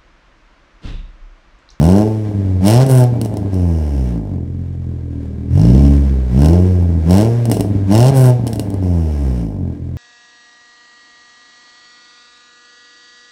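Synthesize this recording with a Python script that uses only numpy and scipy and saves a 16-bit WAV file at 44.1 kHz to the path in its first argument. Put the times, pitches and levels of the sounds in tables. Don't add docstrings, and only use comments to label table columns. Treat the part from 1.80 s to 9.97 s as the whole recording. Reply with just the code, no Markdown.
import sys
import numpy as np
from scipy import signal
from scipy.fft import rfft, irfft, next_fast_len
from scipy.io import wavfile
from scipy.ndimage import uniform_filter1d, minimum_filter1d

SR = 44100
rng = np.random.default_rng(int(sys.argv[2]) if len(sys.argv) > 2 else 0)


def output_pcm(signal):
    pcm = np.clip(np.atleast_2d(signal).T, -1, 1) * 32767
    wavfile.write(sys.argv[1], SR, np.round(pcm).astype(np.int16))


N = 360297
TIME = np.arange(N) / SR
CONTROL_TIME = TIME[::64]
IDLE_HZ = 42

# time in seconds, firings per second.
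REVS = [(0, 68.5), (.1, 91.2), (.19, 104.5), (.28, 110.5), (.487, 104.6), (.669, 95.2), (.8, 91.2),
        (.85, 97.3), (1, 130.1), (1.05, 136.8), (1.127, 129.3), (1.234, 123), (1.359, 118), (2.041, 75),
        (2.6, 41.5), (2.76, 44.3), (3.05, 43), (3.5, 39.1), (3.71, 40.5), (3.9, 61.8), (4, 70), (4.2, 70.3),
        (4.52, 60.5), (4.75, 88.5), (4.87, 92.7), (5.25, 79.3), (5.46, 114.5), (5.57, 119.2),
        (5.678, 116.5), (5.82, 104.3), (6.09, 96), (6.3, 138.5), (6.402, 129.2), (6.634, 117.9),
        (7.317, 75), (7.8, 45.6), (7.93, 40.4), (8.05, 43.2)]
# relative layer levels in dB, and a sag that the rasp and its edge each scale to their own dB/s.
THROTTLE_BLIPS = [(-0.04, 0.2, 0.074, 49, -2.5, -22.5, -25, -29, -44.5, -36.5, -40, 16, -49, -45.5),
                  (0.797, 1.029, 0.079, 204, 3, -44, -21, -24.5, -44, -25, -26, 60, -41, -35),
                  (1.059, 1.237, 0.042, 237, 1.5, -40, -26, -37, -39.5, -37.5, -29, 28, -45, -39),
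                  (3.672, 4.046, 0.15, 47.5, 2, -18.5, -35, -20.5, -57, -41.5, -69, 7, -46, -43.5),
                  (4.467, 4.671, 0.19, 33.5, 0.5, -18.5, -26.5, -25, -41, -34, -39, 16, -46, -45),
                  (5.221, 5.407, 0.11, 55, 0.5, -27.5, -24, -25.5, -46, -31, -34.5, 3, -46, -39),
                  (6.06, 6.294, 0.08, 191, 3.5, -45, -21, -23.5, -45, -29, -33.5, 6, -46, -37),
                  (6.299, 6.5, 0.074, 236, 2, -39, -25.5, -34, -40.5, -38, -29.5, 28, -44, -39)]
BLIP_COLUMNS = ("boom", "body", "bark", "rumble", "blare", "rasp", "edge", "sag", "gas", "clatter")
# start and end in seconds, then relative levels
# of boom, body, bark and rumble in dB.
OVERRUN_SPANS = [(0.455, 0.767, 1.5, -46, -58, -31), (1.294, 1.687, -1, -37.5, -43.5, -26),
                 (5.0, 5.2, 0.5, -59, -48.5, -27), (5.637, 6.02, 2.5, -37, -60, -22.5),
                 (6.56, 7.0, -2, -41, -44, -25)]
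COAST_SPANS = [(1.71, 2.58), (7.01, 7.91)]
# centre in seconds, half length in seconds, depth in dB.
MISFIRES = [(1.053, 0.0081, -7.5), (1.718, 0.0093, -8), (6.315, 0.0032, -37), (0.52, 0.012, -9),
            (2.663, 0.015, -4), (7.973, 0.031, -12)]
# start in seconds, relative crack and thump levels in dB.
BANGS = [(0.513, -48, -10), (0.6055, -51, -23), (1.064, -11, -6), (1.3605, -38, -10), (1.4136, -9.5, -7),
         (1.4486, -17, -30), (1.4586, -19, -5.5), (1.5396, -27, -7.5), (1.5699, -18, -5.5),
         (1.7419, -24, -16), (3.7753, -47, -7), (3.795, -49, -13), (5.025, -33, -12), (5.6541, -12.5, -7),
         (5.698, -14, -3), (5.7145, 3, 7), (5.7433, -15, -17), (5.7691, -17, -0.5), (5.7966, -17, -4),
         (5.807, -7, 0.5), (5.847, -40, -4.5), (6.6678, -12, -5), (6.6765, -10, -21), (6.7305, -11, -15),
         (6.757, -17, -11), (6.795, -8, -4.5), (6.9024, -22, -19), (6.9404, -24, -8)]
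# frequency in Hz, relative level in dB.
PIPE_TONE = [(25, -37.5), (55, 13), (75, 16), (180, 10.5), (300, 10), (450, -8), (650, -6.5), (850, -12.5),
             (1100, -32.5), (1500, -46), (2200, -72.5), (4000, -48.5)]
LOADED_BOOM_TONE = [(42, -51), (53, -19), (68, -7.5), (92, -8), (106, -14), (125, -8), (143, -11.5),
                    (172, -11.5), (198, -10), (222, -18.5), (265, -23), (305, -16.5), (400, -25.5)]
SHUT_BOOM_TONE = [(42, -47.5), (55, -32), (65, -23), (72, -26), (88, -21.5), (104, -29.5), (129, -21.5),
                  (140, -27.5), (151, -30.5), (167, -19), (215, -28.5), (270, -22), (400, -36)]
SHOCK_TONE = [(800, -27.5), (1500, -8.5), (2000, -3), (2350, -6.5), (2900, 0), (3500, -5.5), (4500, -5),
              (5600, -0.5), (6700, -7), (8500, 0), (10300, -1), (11500, -6.5), (14000, -7.5), (16000, -10)]
GAS_TONE = [(800, -1.5), (1500, -14), (2400, -7.5), (2900, -1), (3600, -27), (4700, -8.5), (5400, 1),
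            (6500, -9.5), (7400, -11), (8600, -7), (11000, -13.5), (16000, -20.5)]
BAY_TONE = [(100, -38.5), (400, 22), (800, 6.5), (1250, -1.5), (1650, -2), (2050, -2), (2350, -6.5),
            (2700, -7), (4000, -9.5), (8000, -16), (16000, -30.5)]
# frequency in Hz, width in Hz, boost or cut in dB.
PIPE_RESONANCES = [(121.3, 37, 3.5), (156, 16, -6), (191.4, 48, 9.5), (284.1, 13.4, 7.5), (417, 43, 4.5),
                   (479.4, 10.5, -17), (477.5, 122, 10), (507, 14, -6), (647.1, 21, 15), (670, 41, -10),
                   (703.8, 18.7, 13), (742.5, 18.5, 5.5), (810.7, 8.6, 11.5), (889, 25, 6.5),
                   (980, 25, -28), (1003, 113, 14), (1183, 130, 14.5), (1406, 33, 20), (1460, 57, 8)]
TIP_RING = [(1560, 160, 6), (2820, 57, 7), (4230, 170, 5), (5370, 300, 5.5), (8260, 280, 4)]
BELT_WHINES = [(1050, 30, 6), (1625, 50, 9), (1960, 25, 4), (2310, 50, 9)]
# firings per second, relative level in dB.
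CLATTER_BY_SPEED = [(42, -55), (52, -55), (59, -45), (85, -47.5), (130, -47.5)]
# frequency in Hz, time to fall 60 dB in seconds.
GARAGE_DECAY = [(100, 0.83), (1000, 0.23), (5000, 0.26), (15000, 0.051)]


def amp(db):
    return 10 ** (np.asarray(db) / 20)


def lookup(points, hz):
    f, value = np.transpose(points)
    return np.interp(np.log(hz + 1), np.log(f + 1), value)


def steady(x, size=2000):
    power = uniform_filter1d(uniform_filter1d(x ** 2, size), size)
    return x / np.sqrt(np.abs(power) + 1e-9 * np.mean(x ** 2))


def response(tone, modes=(), size=8192):
    hz = np.fft.rfftfreq(size, 1 / SR)
    db = lookup(tone, hz) + sum(boost / (1 + (2 * (hz - f) / width) ** 2) for f, width, boost in modes)
    cepstrum = irfft(np.log(amp(db)))
    cepstrum[1:size // 2] *= 2
    cepstrum[size // 2 + 1:] = 0
    impulse = irfft(np.exp(rfft(cepstrum)))[:size // 2]
    return impulse / np.linalg.norm(impulse)


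def through(x, impulse):
    return signal.oaconvolve(x, impulse)[:N]


def band(x, low_hz, high_hz, order=3):
    return signal.sosfilt(signal.butter(order, [low_hz, high_hz], "band", fs=SR, output="sos"), x)


def below(x, hz, order=10):
    size = next_fast_len(N + 4096)
    return irfft(rfft(x, size) / (1 + (np.fft.rfftfreq(size, 1 / SR) / hz) ** order), size)[:N]


def clicks(times, sizes):
    out = np.zeros(N)
    np.add.at(out, np.clip(np.round(times * SR).astype(int), 0, N - 1), sizes)
    return out


def trail(fronts, t60):
    decay = 10 ** (-6 / (t60 * SR))
    return np.sqrt(signal.lfilter([1 - decay], [1, -decay], fronts ** 2 + 1e-20)) * rng.standard_normal(N)


def gate(start, end, rise_s, fade_db_per_s):
    rise = np.clip((CONTROL_TIME - start) / rise_s, 0, 1)
    return np.sin(np.pi / 2 * rise) ** 2 * amp(-fade_db_per_s * np.maximum(CONTROL_TIME - end, 0))


def throttle(layer=None, power=1, sag=0, late_s=0):
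    out = 0
    for start, end, rise_s, fade, *values in THROTTLE_BLIPS:
        row = dict(zip(BLIP_COLUMNS, values))
        sag_db = sag * abs(row["sag"]) * np.maximum(CONTROL_TIME - start - rise_s, 0)
        out = out + gate(start + late_s, end, rise_s, fade) ** power * amp(row.get(layer, 0) - sag_db)
    return np.interp(TIME, CONTROL_TIME, out)


def overrun(layer=None):
    out = 0
    for start, end, *levels in OVERRUN_SPANS:
        row = dict(zip(("boom", "body", "bark", "rumble"), levels))
        out = out + gate(start, end, rise_s=0.025, fade_db_per_s=202) * amp(row.get(layer, 0))
    return np.interp(TIME, CONTROL_TIME, out)


def coasting(early_s=0, rise_s=0.026, fade_db_per_s=300):
    out = sum(gate(start, end - early_s, rise_s, fade_db_per_s) for start, end in COAST_SPANS)
    return np.interp(TIME, CONTROL_TIME, out)


def with_speed(rate, idle_db, octave_db):
    return amp(idle_db + octave_db * np.log2(rate / IDLE_HZ))


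def idling(rate):
    return np.clip(3 - 2 * rate / IDLE_HZ, 0, 1) * (1 - coasting())


def idle_valve(rate, opens_hz=41.53, span_hz=3.4):
    return np.clip((opens_hz - rate) / span_hz, 0, 1)


def roughness(rate, even=0.11, loose=0.3, ragged=0.72):
    return even + (loose - even) * idling(rate) + (ragged - even) * overrun()


def misfires():
    return amp(sum(db * np.exp(-((TIME - s) / half_s) ** 2) for s, half_s, db in MISFIRES))


def garage(x, size=16384):
    reflections = rng.standard_normal(size) * (rng.random(size) < 0.2)
    hz, t, spectrum = signal.stft(reflections, SR, nperseg=256)
    decay = amp(-60 * t / lookup(GARAGE_DECAY, hz)[:, None])
    tail = signal.istft(spectrum * decay, SR, nperseg=256)[1]
    return through(x, tail / np.linalg.norm(tail))


def puffs(cycles, floor):
    return (floor + np.exp(-(cycles % 1) / 0.092)) * rng.standard_normal(N)


def engine_bay(cycles, rate):
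    level = (amp(lookup(CLATTER_BY_SPEED, rate)) + amp(-60) * idle_valve(rate) * (1 - coasting())
             + throttle("clatter", power=0.94))
    clatter = through(puffs(cycles, floor=0.85), response(BAY_TONE, BELT_WHINES))
    return amp(8) * level * steady(clatter)


def gas_hiss(cycles, rate):
    level = (with_speed(rate, idle_db=-90, octave_db=14.5) + throttle("gas", power=1.14)
             + amp(-53) * coasting(early_s=0.32, fade_db_per_s=92))
    hiss = through(puffs(cycles, floor=0.52), response(GAS_TONE))
    return amp(3) * level * steady(hiss)


def shock_fronts(fronts, spray_t60, echo, echo_t60):
    burst = fronts + 0.93 * trail(fronts, spray_t60) + echo * trail(fronts, echo_t60)
    return through(burst, response(SHOCK_TONE, TIP_RING))


def fuel_pops(pipe):
    starts, crack_db, thump_db = np.transpose(BANGS)
    fronts = clicks(starts + 0.001, amp(crack_db + 3))
    crack = shock_fronts(fronts, spray_t60=0.016, echo=0.54, echo_t60=0.29)
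    thump = through(clicks(starts, amp(thump_db + 22)), pipe)
    return crack + band(thump, 325, 1700, order=2)


def rumble(fired, rate, pipe, scatter=0.87):
    cylinders = [-0.4, -0.1, -0.57, -1.13]
    sizes = np.resize(cylinders, len(fired)) + scatter * rng.standard_normal(len(fired))
    lows = band(through(clicks(fired, sizes), pipe), 34, 436, order=2)
    level = (with_speed(rate, idle_db=-36.5, octave_db=-3)
             + throttle("rumble", power=1.6) + overrun("rumble"))
    return level * steady(lows, size=2400)


def rasp(fired, scatter_db=3.2):
    fronts = clicks(fired, amp(scatter_db * rng.standard_normal(len(fired))))
    shock = shock_fronts(fronts, spray_t60=0.017, echo=0.6, echo_t60=0.16)
    grit = below(shock, 7200)
    blare = band(fronts + 1.8 * trail(fronts, t60=0.022), 1390, 1620)
    return (amp(1.5) * throttle("blare", power=5.8) * steady(blare, size=900)
            + throttle("rasp", power=4.3, sag=0.9) * steady(grit)
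            + throttle("edge", power=5.2, sag=1.9) * steady(shock - grit))


def bark(cycles, rate, fired, pipe, low_cut_hz=500):
    level = (with_speed(rate, idle_db=-62.5, octave_db=12.5)
             + throttle("bark", power=3.1) + amp(-13.5) * throttle("bark") + overrun("bark")
             + coasting() * with_speed(rate, idle_db=-46, octave_db=6))
    ragged = roughness(rate)
    spread = np.interp(fired, TIME, ragged)
    scatter, late = rng.standard_normal((len(fired), 2)).T
    train = clicks(fired + 0.00027 * spread * late, 1 - spread + spread * scatter)
    wake = 0.013 * ragged * np.exp(-(cycles % 1) / 0.24) * rng.standard_normal(N)
    piped = through(train + wake, pipe)
    return level * steady(piped - below(piped, low_cut_hz), size=1400)


def body(cycles, rate, fired, pipe, high_cut_hz=500):
    level = (with_speed(rate, idle_db=-33.5, octave_db=-9.5) + amp(-32.5) * idle_valve(rate)
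             + throttle("body", power=1.97) + amp(-11.5) * throttle("body", power=0.98)
             + overrun("body") + coasting() * with_speed(rate, idle_db=-31, octave_db=-4))
    spread = np.interp(fired, TIME, roughness(rate))
    burns = 1 + 0.92 * spread * rng.standard_normal(len(fired))
    stack = sum(np.cos(2 * np.pi * k * cycles) for k in range(4, 18))
    piped = through(stack * np.interp(TIME, fired, burns), pipe)
    return level * steady(below(piped, high_cut_hz))


def boom(cycles, rate, pipe):
    hz = np.fft.rfftfreq(2 * len(pipe), 1 / SR)
    pipe_phase = np.unwrap(np.angle(rfft(pipe, 2 * len(pipe))))
    shut = np.clip(1 - throttle(), 0, 1) * (1 - overrun() + overrun("boom"))
    overtones_shut = shut * amp(9 * coasting() + 7 * idling(rate) + 6 * overrun())
    overtones_loaded = amp(2) * throttle(power=1.38, late_s=-0.011)
    harmonics = [(throttle("boom", late_s=0.026), amp(9) * shut),
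                 (overtones_loaded, amp(-8) * overtones_shut),
                 (overtones_loaded, amp(-11) * overtones_shut)]
    out = 0
    for k, (loaded, unloaded) in enumerate(harmonics, 1):
        pitch = k * rate
        level = loaded * amp(lookup(LOADED_BOOM_TONE, pitch))
        level += unloaded * amp(lookup(SHUT_BOOM_TONE, pitch))
        out = out + level * np.cos(2 * np.pi * k * cycles + np.interp(pitch, hz, pipe_phase))
    return np.sqrt(2) * out


def scene():
    rate = np.interp(TIME, *np.transpose(REVS))
    cycles = np.cumsum(rate) / SR
    fired = TIME[1:][np.diff(np.floor(cycles)) > 0]
    pipe = response(PIPE_TONE, PIPE_RESONANCES)
    exhaust = body(cycles, rate, fired, pipe) + bark(cycles, rate, fired, pipe) + rumble(fired, rate, pipe)
    direct = misfires() * (boom(cycles, rate, pipe) + exhaust)
    room = amp(-6.5) * garage(exhaust)
    mix = direct + room + rasp(fired) + gas_hiss(cycles, rate) + engine_bay(cycles, rate) + fuel_pops(pipe)
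    return mix[None]


def record(dry, low_cut_hz=33, high_cut_hz=15900):
    heard = dry - below(dry[0], low_cut_hz, order=12)
    gain = minimum_filter1d(1 / np.maximum(np.abs(heard), 1), size=301, axis=1)
    limited = heard * uniform_filter1d(gain, size=301, axis=1)
    high_cut = signal.firwin(511, high_cut_hz, window=("kaiser", 9), fs=SR)
    return signal.oaconvolve(limited, high_cut[None], "same")


dry = scene()
out = record(dry)
output_pcm(out)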